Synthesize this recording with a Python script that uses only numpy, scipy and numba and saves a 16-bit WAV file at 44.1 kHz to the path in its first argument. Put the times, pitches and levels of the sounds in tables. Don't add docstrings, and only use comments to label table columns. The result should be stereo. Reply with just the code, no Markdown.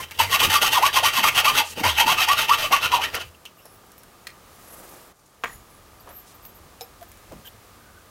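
import sys
import numpy as np
from scipy import signal
from scipy.fft import rfft, irfft
from scipy.io import wavfile
from scipy.ndimage import uniform_filter1d
from numba import njit

SR = 44100
rng = np.random.default_rng(int(sys.argv[2]) if len(sys.argv) > 2 else 0)


def nominal_scale(level):
    x = np.asarray(level, float) / 20
    return 10 ** x


def digitize_waveform(pressure):
    field = np.atleast_2d(pressure).T
    bounded = np.clip(field, -1, 1)
    quanta = np.round(bounded * 32767).astype(np.int16)
    wavfile.write(sys.argv[1], SR, quanta)


N = 357210
T = np.arange(N) / SR
EARS = np.array([[1], [-1]])


def unit(x):
    return x / np.sqrt(np.mean(x ** 2))


def colour(x, points, lo_hz=0, hi_hz=SR):
    f = np.arange(N // 2 + 1) * SR / N + 1
    hz, db = np.transpose(points)
    gain = nominal_scale(np.interp(np.log(f), np.log(hz), db))
    return irfft(rfft(x) * gain * (f > lo_hz) * (f < hi_hz), N)


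@njit
def svf(x, hz, width):
    y, b, l = np.empty(len(x)), 0., 0.
    for i in range(len(x)):
        g, k = np.tan(np.pi * hz[i] / SR), width / hz[i]
        v = (b + g * (x[i] - l)) / (1 + g * (g + k))
        b, l, y[i] = 2 * v - b, l + 2 * g * v, k * v
    return y


def walk(rate):
    k = int(SR / rate)
    held = np.repeat(rng.standard_normal(N // k + 1), k)
    return unit(uniform_filter1d(uniform_filter1d(held, k), k)[:N])


def modes(x, table, clump_db=2.5, drift=.012):
    out = 0
    for k, (hz, width_hz, db) in enumerate(table):
        gain = (-1) ** k * nominal_scale(db + clump_db * walk(22.01)) / np.sqrt(width_hz)
        out = out + gain * svf(x, hz * (1 + drift * walk(12)), 1. * width_hz)
    return out


def spread(mid, other, side_points, turned=0):
    side = turned * signal.hilbert(mid).imag + np.sqrt(1 - turned ** 2) * other
    return mid + EARS * colour(side, side_points)


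# offset_s, level_db
TURN_FORCE = [(-.04, -29.5), (-.006, -31), (0, -5.5), (0, -7.5), (0.018, -18), (.12, -24.5)]


def force(bite_s, lift_s, levels_db):
    s, db = np.transpose(TURN_FORCE)
    plateau_s = bite_s + (lift_s - bite_s) * np.array([1, 3, 5]) / 6
    slow = np.clip(3.0 + (levels_db[1] - levels_db[0]) / 2.7, 1, 3.5)
    times = np.r_[bite_s + slow * s[:3], plateau_s, lift_s + s[3:]]
    curve_db = np.r_[levels_db[0] + db[:3], levels_db, levels_db[2] + db[3:]]
    return nominal_scale(np.interp(T, times, curve_db, -200, -200))


# bite_s, lift_s, force_db, bite_re_force_db, late_re_force_db
STROKES = [(0.0, 0.052, -36.5, 4, -0.5), (0.113, 0.149, -52.5, 16, 3), (0.1903, 0.265, -24.5, 5, -4.5),
           (0.316, 0.37, -14.5, -1.5, -5), (0.395, 0.467, -19, -3.5, 1), (0.501, 0.584, -17.5, -5.5, -4),
           (0.619, 0.683, -18.5, -1, -1.5), (0.718, 0.794, -17, -2.5, -3), (0.82, 0.893, -22, -0.5, -4.5),
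           (0.936, 0.999, -16, -5, -5.5), (1.034, 1.097, -18.5, -2.5, -2), (1.133, 1.212, -17, -7.5, -4.5),
           (1.235, 1.298, -18.5, 0, -0.5), (1.35, 1.415, -15.5, -7.5, -2.5), (1.447, 1.507, -18.5, -2.5, 0),
           (1.544, 1.625, -17.5, -5.5, -3), (1.759, 1.812, -32, -2.5, 2.5), (1.839, 1.918, -19, 3.5, 2),
           (1.974, 2.039, -15, -4, -7), (2.07, 2.139, -17.5, 0, -0.5), (2.176, 2.248, -18.5, -4, 1),
           (2.277, 2.346, -23, 0.5, 1), (2.375, 2.451, -21, 1, -1.5), (2.483, 2.557, -21.5, 0.5, 0),
           (2.578, 2.676, -24.5, 0, 1), (2.717, 2.773, -20, 1.5, 2.5), (2.82, 2.87, -21.5, -2, 2.5),
           (2.917, 2.975, -19.5, -7, -2), (3.012, 3.064, -22.5, -9.5, -4.5),
           (3.136, 3.173, -26.5, -5.5, -5.5), (3.194, 3.244, -35.5, -1.5, -11)]
# fastest_at_share_of_stroke, arch_half_length_s, top_tooth_rate_hz, ring_at_bite_hz, ring_at_lift_hz
SPEED_ARCHES = [(0.005, .1, 1040, 1800, 3150), (.7, .17, 920, 1700, 3100), (0.0046, .12, 950, 3100, 2200),
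                (.3, .07, 1130, 3200, 2500), (.75, .06, 1250, 3030, 2870), (.5, .08, 1220, 2900, 3100),
                (.85, .066, 1330, 3100, 2800), (.52, .058, 1090, 3200, 2900), (.75, .09, 1150, 2500, 3018),
                (.48, .05, 1060, 3150, 3150), (.8, .075, 1250, 3100, 2450), (.45, .06, 1100, 2850, 3030),
                (.5, .042, 1260, 2550, 2300), (.55, .08, 1180, 3100, 2850), (.6, .06, 1180, 2500, 3000),
                (.45, .11, 980, 3180, 2900), (0.71, .06, 920, 2900, 2500), (.55, .09, 1020, 2000, 3470),
                (.65, .12, 930, 2600, 2800), (.65, .1, 1060, 2800, 2900), (.6, .15, 1300, 2900, 3100),
                (.75, .09, 1180, 2700, 2800), (0.017, .08, 1400, 3200, 2930), (.9, .1, 1300, 2750, 3120),
                (.75, .1, 1170, 2900, 2810), (.45, 0.043, 1120, 2200, 2770), (0.74, 0.16, 1400, 3175, 2750),
                (0.38, .13, 1030, 2900, 2950), (1.1, .08, 1900, 2650, 2850), (0.44, 0.089, 470, 2300, 3010),
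                (0.6, 0.17, 710, 3200, 2600)]
# start_s, level_re_force_db
SNAGS = [(.025, 0), (.1898, 1), (.199, 5), (0.2956, 8), (0.317, -3.5), (0.331, -5), (0.4019, 8.5),
         (.436, 0.5), (.5, 1), (0.616, 6), (0.726, 3.5), (0.8256, 5.5), (.862, 6.5), (0.9295, 6.5),
         (.9456, -0.5), (1.0364, 6), (1.071, 1.5), (1.1324, 5), (1.2397, 6), (1.351, 4.5), (1.445, 8.5),
         (1.479, 3), (1.55, 4), (1.8373, -2.5), (1.9777, -0.5), (2.0765, -1), (2.1808, 2), (2.1896, 1),
         (2.2845, 6.5), (2.3164, 5), (2.375, 0), (2.4817, 2.5), (2.4939, 4.5), (2.5824, 1), (2.719, 5),
         (2.753, -4), (2.918, 9.5), (3.0104, 5.5), (3.1351, 4), (3.1444, 5.5), (3.2113, 6)]
# middle_s, half_length_s, level_db
CLEAR_NOTES = [(0.004, 0.0053, -32), (0.203, 0.0054, -10), (0.354, 0.027, -23.5), (0.421, 0.0077, -18.5),
               (0.437, 0.0097, -26), (0.56, 0.012, -16.5), (0.637, 0.022, -24), (0.774, 0.019, -12.5),
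               (0.84, 0.021, -12), (0.977, 0.018, -17), (1.05, 0.033, -18), (1.188, 0.014, -19.5),
               (1.262, 0.013, -15), (1.475, 0.036, -18.5), (1.611, 0.028, -21.5), (1.864, 0.03, -17.5),
               (2.023, 0.019, -15.5), (2.093, 0.031, -17.5), (2.18, .015, -25.5), (2.3, 0.019, -15),
               (2.512, 0.018, -13.5), (2.655, 0.016, -31.5), (2.738, 0.017, -12), (2.863, 0.01, -36.5),
               (2.943, .022, -14), (2.987, 0.017, -25)]


def controls():
    rasp, held, hz, ring_hz = 0, 0, np.full(N, 300.), np.full(N, 2900.)
    for stroke, arch in zip(STROKES, SPEED_ARCHES):
        bite, lift, db, bite_db, late_db = stroke
        share, half, top_hz, *rings_hz = arch
        push = force(bite, lift, db + np.array([bite_db, 0, late_db]))
        rasp, held = rasp + push, held + push / push.max()
        now = (T > bite - .012) & (T < lift + .2)
        phase = np.clip((T[now] - bite - share * (lift - bite)) / half, -1, 1)
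        hz[now] = top_hz * np.cos(phase * np.pi / 2).clip(0) ** .7
        ring_hz[now] = np.interp(T[now], [bite, lift], rings_hz)
    snag_fade_s = 0.0093
    snag_db = sum(db * (T > s) * np.exp(-np.abs(T - s) / snag_fade_s) for s, db in SNAGS)
    rasp = rasp * nominal_scale(snag_db - 1.76)
    clear = sum(nominal_scale(db) * np.exp(-((T - s) / half) ** 2) for s, half, db in CLEAR_NOTES)
    note = np.sqrt(held) * clear + nominal_scale(-17.0) * rasp
    dust = nominal_scale(-4.5 - 2 * T) * rasp * held ** 0.24
    bar = nominal_scale(-5) * rasp
    return rasp, dust, bar, note, hz.clip(300), ring_hz


def teeth(hz, scatter_db=4.5, fibre=3.04):
    turns = np.cumsum(hz * (1 + .05 * walk(250))) / SR
    blows = np.diff(np.floor(turns), prepend=0) * nominal_scale(scatter_db * rng.standard_normal(N))
    crackle = rng.standard_normal(N) * nominal_scale(2.35 * walk(500) + 1.52 * walk(70))
    fibres = crackle * (0.27 + np.exp(-(turns % 1) / 0.73))
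    return unit(blows), unit(blows) + fibre * unit(fibres)


def tooth_note(blows, scrape, hz):
    sung = svf(svf(blows, hz, 170.), hz, 170.)
    sung = sung / np.sqrt(uniform_filter1d(sung ** 2, size=1500) + 1e-6)
    sung = sung * np.clip(hz / 850, 0, 1) ** 1.5
    sung = sung * nominal_scale(2.6 * walk(130) - 2)
    blur = svf(svf(scrape, hz, 420.), hz, 420.)
    return sung + .5 * blur / np.sqrt(uniform_filter1d(blur ** 2, size=1500) + 1e-6)


# pitch_hz, width_hz, level_db
BLADE_MODES = [(1870, 47, 5), (2340, 60, 2), (2090, 80, -5), (2505, 70, -1), (2660, 37, 2.5), (2885, 32, 1),
               (3032, 30, 1), (3190, 31, 6), (3786, 38, -4), (4710, 22, 1.5), (5320, 21, -12.5),
               (6200, 39, -15), (7100, 40, -20)]
# pitch_hz, width_hz, level_db
EDGE_MODES = [(8130, 61, -4), (10360, 260, 1), (11300, 130, -4.5), (12400, 160, 3), (13300, 360, -9)]
# pitch_hz, width_hz, level_db
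BAR_BODY = [(646, 44, -5), (737, 60, -6.5), (864, 56, 0), (1004, 67, -1.5), (1159, 48, -3.5),
            (1236.5, 16, -1), (1401, 43, -1)]
# frequency_hz, level_db
RASP_SPECTRUM = [(880, -42), (1500, -3.5), (2360, -3), (2800, -0.5), (4130, -16), (6230, -20.5),
                 (7000, -34.5), (9100, -53), (15400, -120)]
# frequency_hz, level_db
DUST_SPECTRUM = [(3820, -12), (6500, -0.5), (7200, -9), (7970, -4.5), (8690, -6.5), (13400, -3),
                 (15400, -9.5), (16000, -23.5)]


def saw(rasp, dust, bar, note, hz, ring_hz):
    blows, scrape = teeth(hz)
    roam = sum(unit(svf(scrape, ring_hz * (ratio + 0.038 * walk(40)), 180.0)) for ratio in (.88, .98, 1.07))
    blade = unit(modes(scrape, BLADE_MODES)) + 1.06 * unit(colour(scrape, RASP_SPECTRUM)) + 0.54 * roam
    blade = unit(colour(blade, [(1200, -2.0), (1700, -3.0), (6500, 2.5), (8000, -6.5)]))
    sung = tooth_note(blows, scrape, hz)
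    body = unit(modes(scrape, BAR_BODY))
    hiss = unit(scrape) + 0.38 * unit(modes(scrape, EDGE_MODES))
    hiss = unit(colour(hiss, DUST_SPECTRUM))
    return rasp * blade + 0.77 * note * sung + 0.82 * bar * body + dust * hiss


# frequency_hz, side_minus_mid_db
SAW_SIDE = [(60, -30), (110, -54), (200, -35.5), (380, -32.5), (700, -30.5), (1290, -9.5), (2380, -8),
            (4400, -3), (8120, 0), (15000, 1)]
# frequency_hz, left_minus_right_db
SAW_LEAN = [(60, -9.5), (110, 1.5), (200, -15.5), (380, -3.5), (700, 1), (1290, -2.5), (2380, 4),
            (4400, -2.5), (8120, 0), (15000, -3)]


def stereo_saw(moves):
    rasp = spread(saw(*moves), saw(*moves), SAW_SIDE, turned=0.45)
    hz, lean_db = np.transpose(SAW_LEAN)
    return np.array([colour(rasp[k], np.transpose([hz, EARS[k] * lean_db / 2])) for k in range(2)])


# start_s, level_db
SHOVES = [
    (0.23, -32.5),
    (0.472, -32),
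    (1.87, -28.5),
]


def bench(bar):
    rise_db_s, fall_db_s, sway_db, still_s = 407.5, 134, -50, 3.5
    shoves = [db + np.minimum(rise_db_s * (T - s), fall_db_s * (s - T)) for s, db in SHOVES]
    boom_db = np.max(shoves, axis=0).clip(sway_db)
    boom = np.sqrt(2) * np.sin(2 * np.pi * np.cumsum(83 + 6 * walk(17)) / SR)
    thud = rng.standard_normal(N) * nominal_scale(3.55 * walk(25.82))
    thud_spectrum = [(90, -2.5), (130, 3.0), (200, -7.0), (300, -6.0), (500, 0.5), (650, -15.5)]
    thud = unit(colour(thud, thud_spectrum))
    sway = uniform_filter1d(bar, size=2200)
    swing = np.clip(sway / uniform_filter1d(sway, size=9000).clip(1e-6), .2, 3)
    between = np.clip((-43.0 - boom_db) / 6, 0, 1)
    boom_db = boom_db + (1.9 * walk(14) + 10 * np.log10(swing)) * between
    sawing = np.clip((still_s - T) / 0.2, 0, 1)
    return nominal_scale(boom_db) * boom * sawing + nominal_scale(-27.0) * bar ** 0.39 * thud


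# frequency_hz, level_db
AIR_SPECTRUM = [(15, -39), (30, -11.5), (114, -8.5), (145, -2.5), (223, -4), (277, -5.5), (326, -4.5),
                (545, -5.5), (714, -6), (1190, -8.5), (2110, -15), (4250, -18.5), (16000, -22)]
# frequency_hz, side_minus_mid_db
AIR_SIDE = [(60, -22.5), (110, -17), (200, -12.5), (380, -8.5), (700, -3.5), (1290, 1.5), (2380, 1),
            (4400, 2), (8120, 1.5), (15000, 2)]
# time_s, gain_db
GAIN = [(3.4, -0.5), (3.562, -1), (4.946, 4), (5.12, 0.5), (5.13, -8), (5.42, -2), (5.47, 6), (5.58, 1),
        (5.68, 1), (7.4, 2.5), (8.1, 1.1)]
# level_db, share_of_gain_change
ROOM_BANDS = [
    (-62.5, 0.87),
    (-55, 0.9),
    (-57, 1.25),
]


def floor():
    later_view_s, later_rumble_db = 5.45, 4
    noise = colour(rng.standard_normal((2, N)), AIR_SPECTRUM)
    noise = noise + 1.27 * signal.lfilter(*signal.iirpeak(1210, 14, SR), noise)
    edges_hz = 20, 115, 1600, SR / 2
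    gain_db = np.interp(T, *np.transpose(GAIN))
    out = 0
    for k, (db, share) in enumerate(ROOM_BANDS):
        mid, side = colour(noise, [(20, 0), (SR, 0)], edges_hz[k], edges_hz[k + 1])
        level_db = db + share * gain_db + 0.5 * walk(6)
        if k == 0:
            level_db = level_db + later_rumble_db * (T > later_view_s)
        out = out + nominal_scale(level_db) / np.std(mid) * spread(mid, side, AIR_SIDE)
    return out * nominal_scale(-4 * (T < 3.3))


# start_s, peak_db, ring_hz, treble_db, left_minus_right_db
TICKS = [(0.1105, -21, 2220, -22, 5), (3.151, -19.5, 6000, 4, -7), (3.211, -31, 6000, -5, 0),
         (3.454, -24, 2840, -18, 2.0), (3.458, -37, 6000, -6, 7), (3.655, -38.5, 5400, 7, -5),
         (3.8644, -47, 12400, -17, 3.5), (3.918, -45.5, 5600, 13, 0.0), (3.9804, -35, 13000, -21, 3),
         (4.0342, -37, 1500, 1, 7), (4.27, -26.5, 1920, -12, -5), (4.8913, -37, 12050, -21, 12),
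         (6.091, -37, 11000, -2, -3), (6.452, -30, 12700, -15, -2.5), (7.012, -36, 710, -12, 0),
         (7.3225, -33, 600, -14, 0), (7.028, -31, 1630, -10, -0.5), (7.1167, -34.5, 1900, 4, 0.5),
         (7.1736, -38, 1530, -5, 0.0)]


def ticks():
    out, t = np.zeros((2, N)), T[:SR // 5]
    high = signal.butter(2, 7000, "high", fs=SR)
    for s, db, hz, treble_db, pan_db in TICKS:
        noise = rng.standard_normal((3, len(t)))
        ring = 0.99 * svf(noise[0], hz + 0 * t, 0.13 * hz) + 0.1 * noise[1]
        snap = nominal_scale(treble_db - 60 * t / 0.018) * signal.lfilter(*high, noise[2])
        knock = nominal_scale(-60 * t / 0.092) * ring + .5 * snap
        knock[:3] -= 1.4 * np.array([.5, 1, .5])
        a = int(s * SR)
        out[:, a:a + len(t)] += nominal_scale(db + EARS * pan_db / 2) * knock
    return out


# middle_s, half_length_s, pitch_hz, level_db
THUMPS = [(.482, 0.0197, 170.5, -32.5), (1.21, 0.043, 204, -38), (1.812, .016, 260.1, -31),
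          (2.06, .03, 220.3, -37.5), (1.78, .02, 170, -42), (3.27, .05, 77.44, -49), (3.66, .012, 679, -48),
          (5.58, 0.055, 61.1, -50.5), (6.63, 0.053, 60, -53), (7.33, 0.017, 423, -39),
          (7.33, 0.072, 65, -49), (7.36, 0.061, 155, -48)]
RUSTLES = [(1.6, .02, 240, -38), (3.0, 0.27, 520, -42), (1.69, 0.06, 6000, -38), (4.85, 0.31, 520, -51.5),
           (4.81, 0.32, 11000, -50), (5.7, .075, 13000, -62), (3.165, .035, 910, -32.5),
           (3.215, 0.03, 930, -42), (1.8, 0.035, 400, -34.5), (.212, 0.026, 1130, -24.5),
           (1.86, 0.03, 660, -25.5), (2.72, 0.018, 600, -27.5), (.625, .015, 610, -28.5),
           (5.26, .17, 7000, -62), (6.1, 0.05, 640, -46), (6.3, 0.04, 6400, -51), (7.466, 0.013, 7600, -48)]
RUBS = [(1.56, 0.015, 1370, -26), (2.39, 0.013, 1398.6, -30), (3.6, 0.026, 2798, -57),
        (3.35, 0.013, 2800, -54), (3.466, 0.013, 2850, -38), (3.59, .03, 14000, -58),
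        (3.68, 0.16, 11600, -60), (3.7, 0.11, 10200, -59), (3.75, 0.045, 15200, -58),
        (4.297, 0.02, 2000, -53), (2.65, .035, 620, -33), (3.07, .03, 1900, -41), (.89, .03, 1740, -32),
        (4.72, 0.087, 11400, -49), (7.9, .2, 1500, -58), (6.17, .08, 14300, -55), (6.18, .05, 12000, -52),
        (5.5, .06, 1900, -48), (2.99, .025, 820, -30), (7.025, 0.024, 680, -43.5),
        (7.468, 0.024, 3110, -40.5)]
RINGS = [(3.4, 0.036, 11300, -65), (3.42, .07, 8150, -76), (3.66, 0.082, 5370, -62),
         (5.74, 0.07, 10200, -62), (5.52, 0.1, 6900, -55), (5.54, 0.059, 10200, -53),
         (5.54, .06, 13200, -54), (6.015, .02, 4670, -58), (6.468, 0.018, 15600, -46),
         (3.92, 0.018, 5470, -66), (4.01, .03, 5520, -64), (6.826, 0.014, 5200, -50),
         (7.465, 0.018, 1600, -52)]
JINGLES = [(6.013, 0.025, 12500, -54), (6.132, 0.056, 13300, -52.5), (6.175, 0.074, 12700, -45),
           (6.355, .025, 12800, -53), (6.452, 0.042, 12900, -49), (6.5, 0.027, 12400, -52),
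           (6.568, 0.034, 12600, -51), (6.83, 0.043, 12600, -49), (7.03, .035, 13300, -55),
           (7.09, .02, 12300, -55), (7.47, 0.036, 13300, -46)]


def brushes():
    partners = [(s, half, hz + 950., db - 3) for s, half, hz, db in JINGLES]
    # table, resonance width over pitch, left minus right dB, sharpness of the swell
    kinds = [(THUMPS, .6, 0, .4), (RUSTLES, 1.1, 0.2, .4), (RUBS, .08, 0.1, .7), (RINGS, .025, 0.1, .4),
             (JINGLES, .05, -2.5, 1.1), (partners, .05, -2.5, 1.1)]
    out, patchy = np.zeros((2, N)), nominal_scale(2.2 * walk(120))
    for table, share, pan_db, sharp in kinds:
        for s, half, hz, db in table:
            a = int((s - half) * SR)
            n = min(int(2 * half * SR), N - a)
            grain = rng.standard_normal((3, SR))[:, :n]
            centre, width = hz + np.zeros(n), 1.7 * share * hz
            alike = np.clip(1500 / hz, .5, 1)
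            for ear in range(2):
                rub = alike * grain[2] + (1 - alike) * grain[ear]
                rub = svf(svf(rub, centre, width), centre, width)
                swell = np.hanning(n) ** sharp
                out[ear, a:a + n] += nominal_scale(db + EARS[ear] * pan_db / 2) * unit(rub * patchy[a:a + n]) * swell
    return out


def struck(hits, table, crack_db):
    t, out = T[:SR // 2], np.zeros(N)
    for s, db in hits:
        mix, ring = rng.standard_normal(len(table)), 0
        for m, (hz, mode_db, t60) in zip(mix, table):
            decay = nominal_scale(mode_db + 2.0 * m - 60 * t / t60)
            ring = ring + np.sign(m) * decay * np.sin(2 * np.pi * hz * t)
        crack = signal.lfilter([1, -1], [1, -1.2, .4], rng.standard_normal(len(t)))
        blow = ring / np.abs(ring).max() + nominal_scale(crack_db - 60 * t / 0.025) * crack
        out[int(s * SR):][:len(t)] += nominal_scale(db) * blow
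    return out


# start_s, peak_db
OFFCUT_HITS = [
    (4.2695, -24.5),
    (4.2712, -26),
    (4.2745, -31),
    (4.292, -41),
    (4.303, -38),
]
# pitch_hz, level_db, t60_s
OFFCUT_MODES = [(1280, -12, .03), (1900, 0, 0.025), (2500, -1, 0.024), (4250, 3, 0.011), (3700, -8, .02),
                (6000, -7, .015), (8600, -10, .015)]


def offcut():
    return nominal_scale(EARS * -2.5) * struck(OFFCUT_HITS, OFFCUT_MODES, -11.5)


# start_s, peak_db
BAR_HITS = [
    (5.4373, -13),
    (5.4388, -11),
    (5.4415, -12),
    (5.4452, -13),
    (5.457, -19),
]
# pitch_hz, level_db, t60_s
BAR_MODES = [(480, -17, .02), (700, -7, .025), (930, -5, .02), (1265, 0, .02), (1080, -4, .014),
             (1580, -2, .014), (1906, 0, .016), (1750, -4, .012), (2300, -3, .014), (2650, -3, .014),
             (1430, -5, .012), (2100, -5, .012), (3100, -9, .01), (3700, -16, .008), (6500, -20, .01)]


def bar_set_down():
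    return nominal_scale(EARS * 1.0) * struck(BAR_HITS, BAR_MODES, -27)


# start_s, peak_db
RULE_HITS = [
    (6.8093, -24),
    (6.8155, -27.5),
]
# pitch_hz, level_db, t60_s
RULE_MODES = [(474, -2, 0.086), (776, 0.5, 0.058), (3900, -2, .02), (5320, 0, 0.05), (7000, 2, 0.013),
              (8576, -30.5, 0.055), (11040, -13, 0.072), (12500, -15, 0.086), (13300, -14, 0.16),
              (13640, -24, 0.058)]


def rule_laid_down():
    return struck(RULE_HITS, RULE_MODES, -10.5)


def room(source):
    t, t60_s = T[:SR // 2], 0.2
    tail = signal.lfilter([1], [1, -.6], rng.standard_normal((3, len(t))))
    tail = tail * nominal_scale(-60 * t / t60_s) * (t > .004)
    tail = (tail[:2] + 2.1 * tail[2]) / np.sqrt(np.sum(tail ** 2))
    return nominal_scale(-11) * signal.fftconvolve(source, tail, axes=1)[:, :N]


def scene():
    moves = controls()
    low_cut = signal.butter(2, 220, "high", fs=SR)
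    rasp = signal.lfilter(*low_cut, stereo_saw(moves))
    knocks = signal.lfilter(*low_cut, ticks() + offcut() + bar_set_down() + rule_laid_down())
    tail = room(.6 * knocks + nominal_scale(-6.0) * rasp)
    return rasp + knocks + tail + bench(moves[2]) + brushes() + floor()


def roll_off(x):
    return signal.sosfilt(signal.butter(12, 16130, fs=SR, output="sos"), x)


def record(dry):
    rounded = 0.79 * np.tanh(dry / 0.79)
    cut = signal.ellip(16, .2, 90, 15880, fs=SR, output="sos")
    return roll_off(signal.sosfilt(cut, rounded))


dry = scene()
out = record(dry)
digitize_waveform(out)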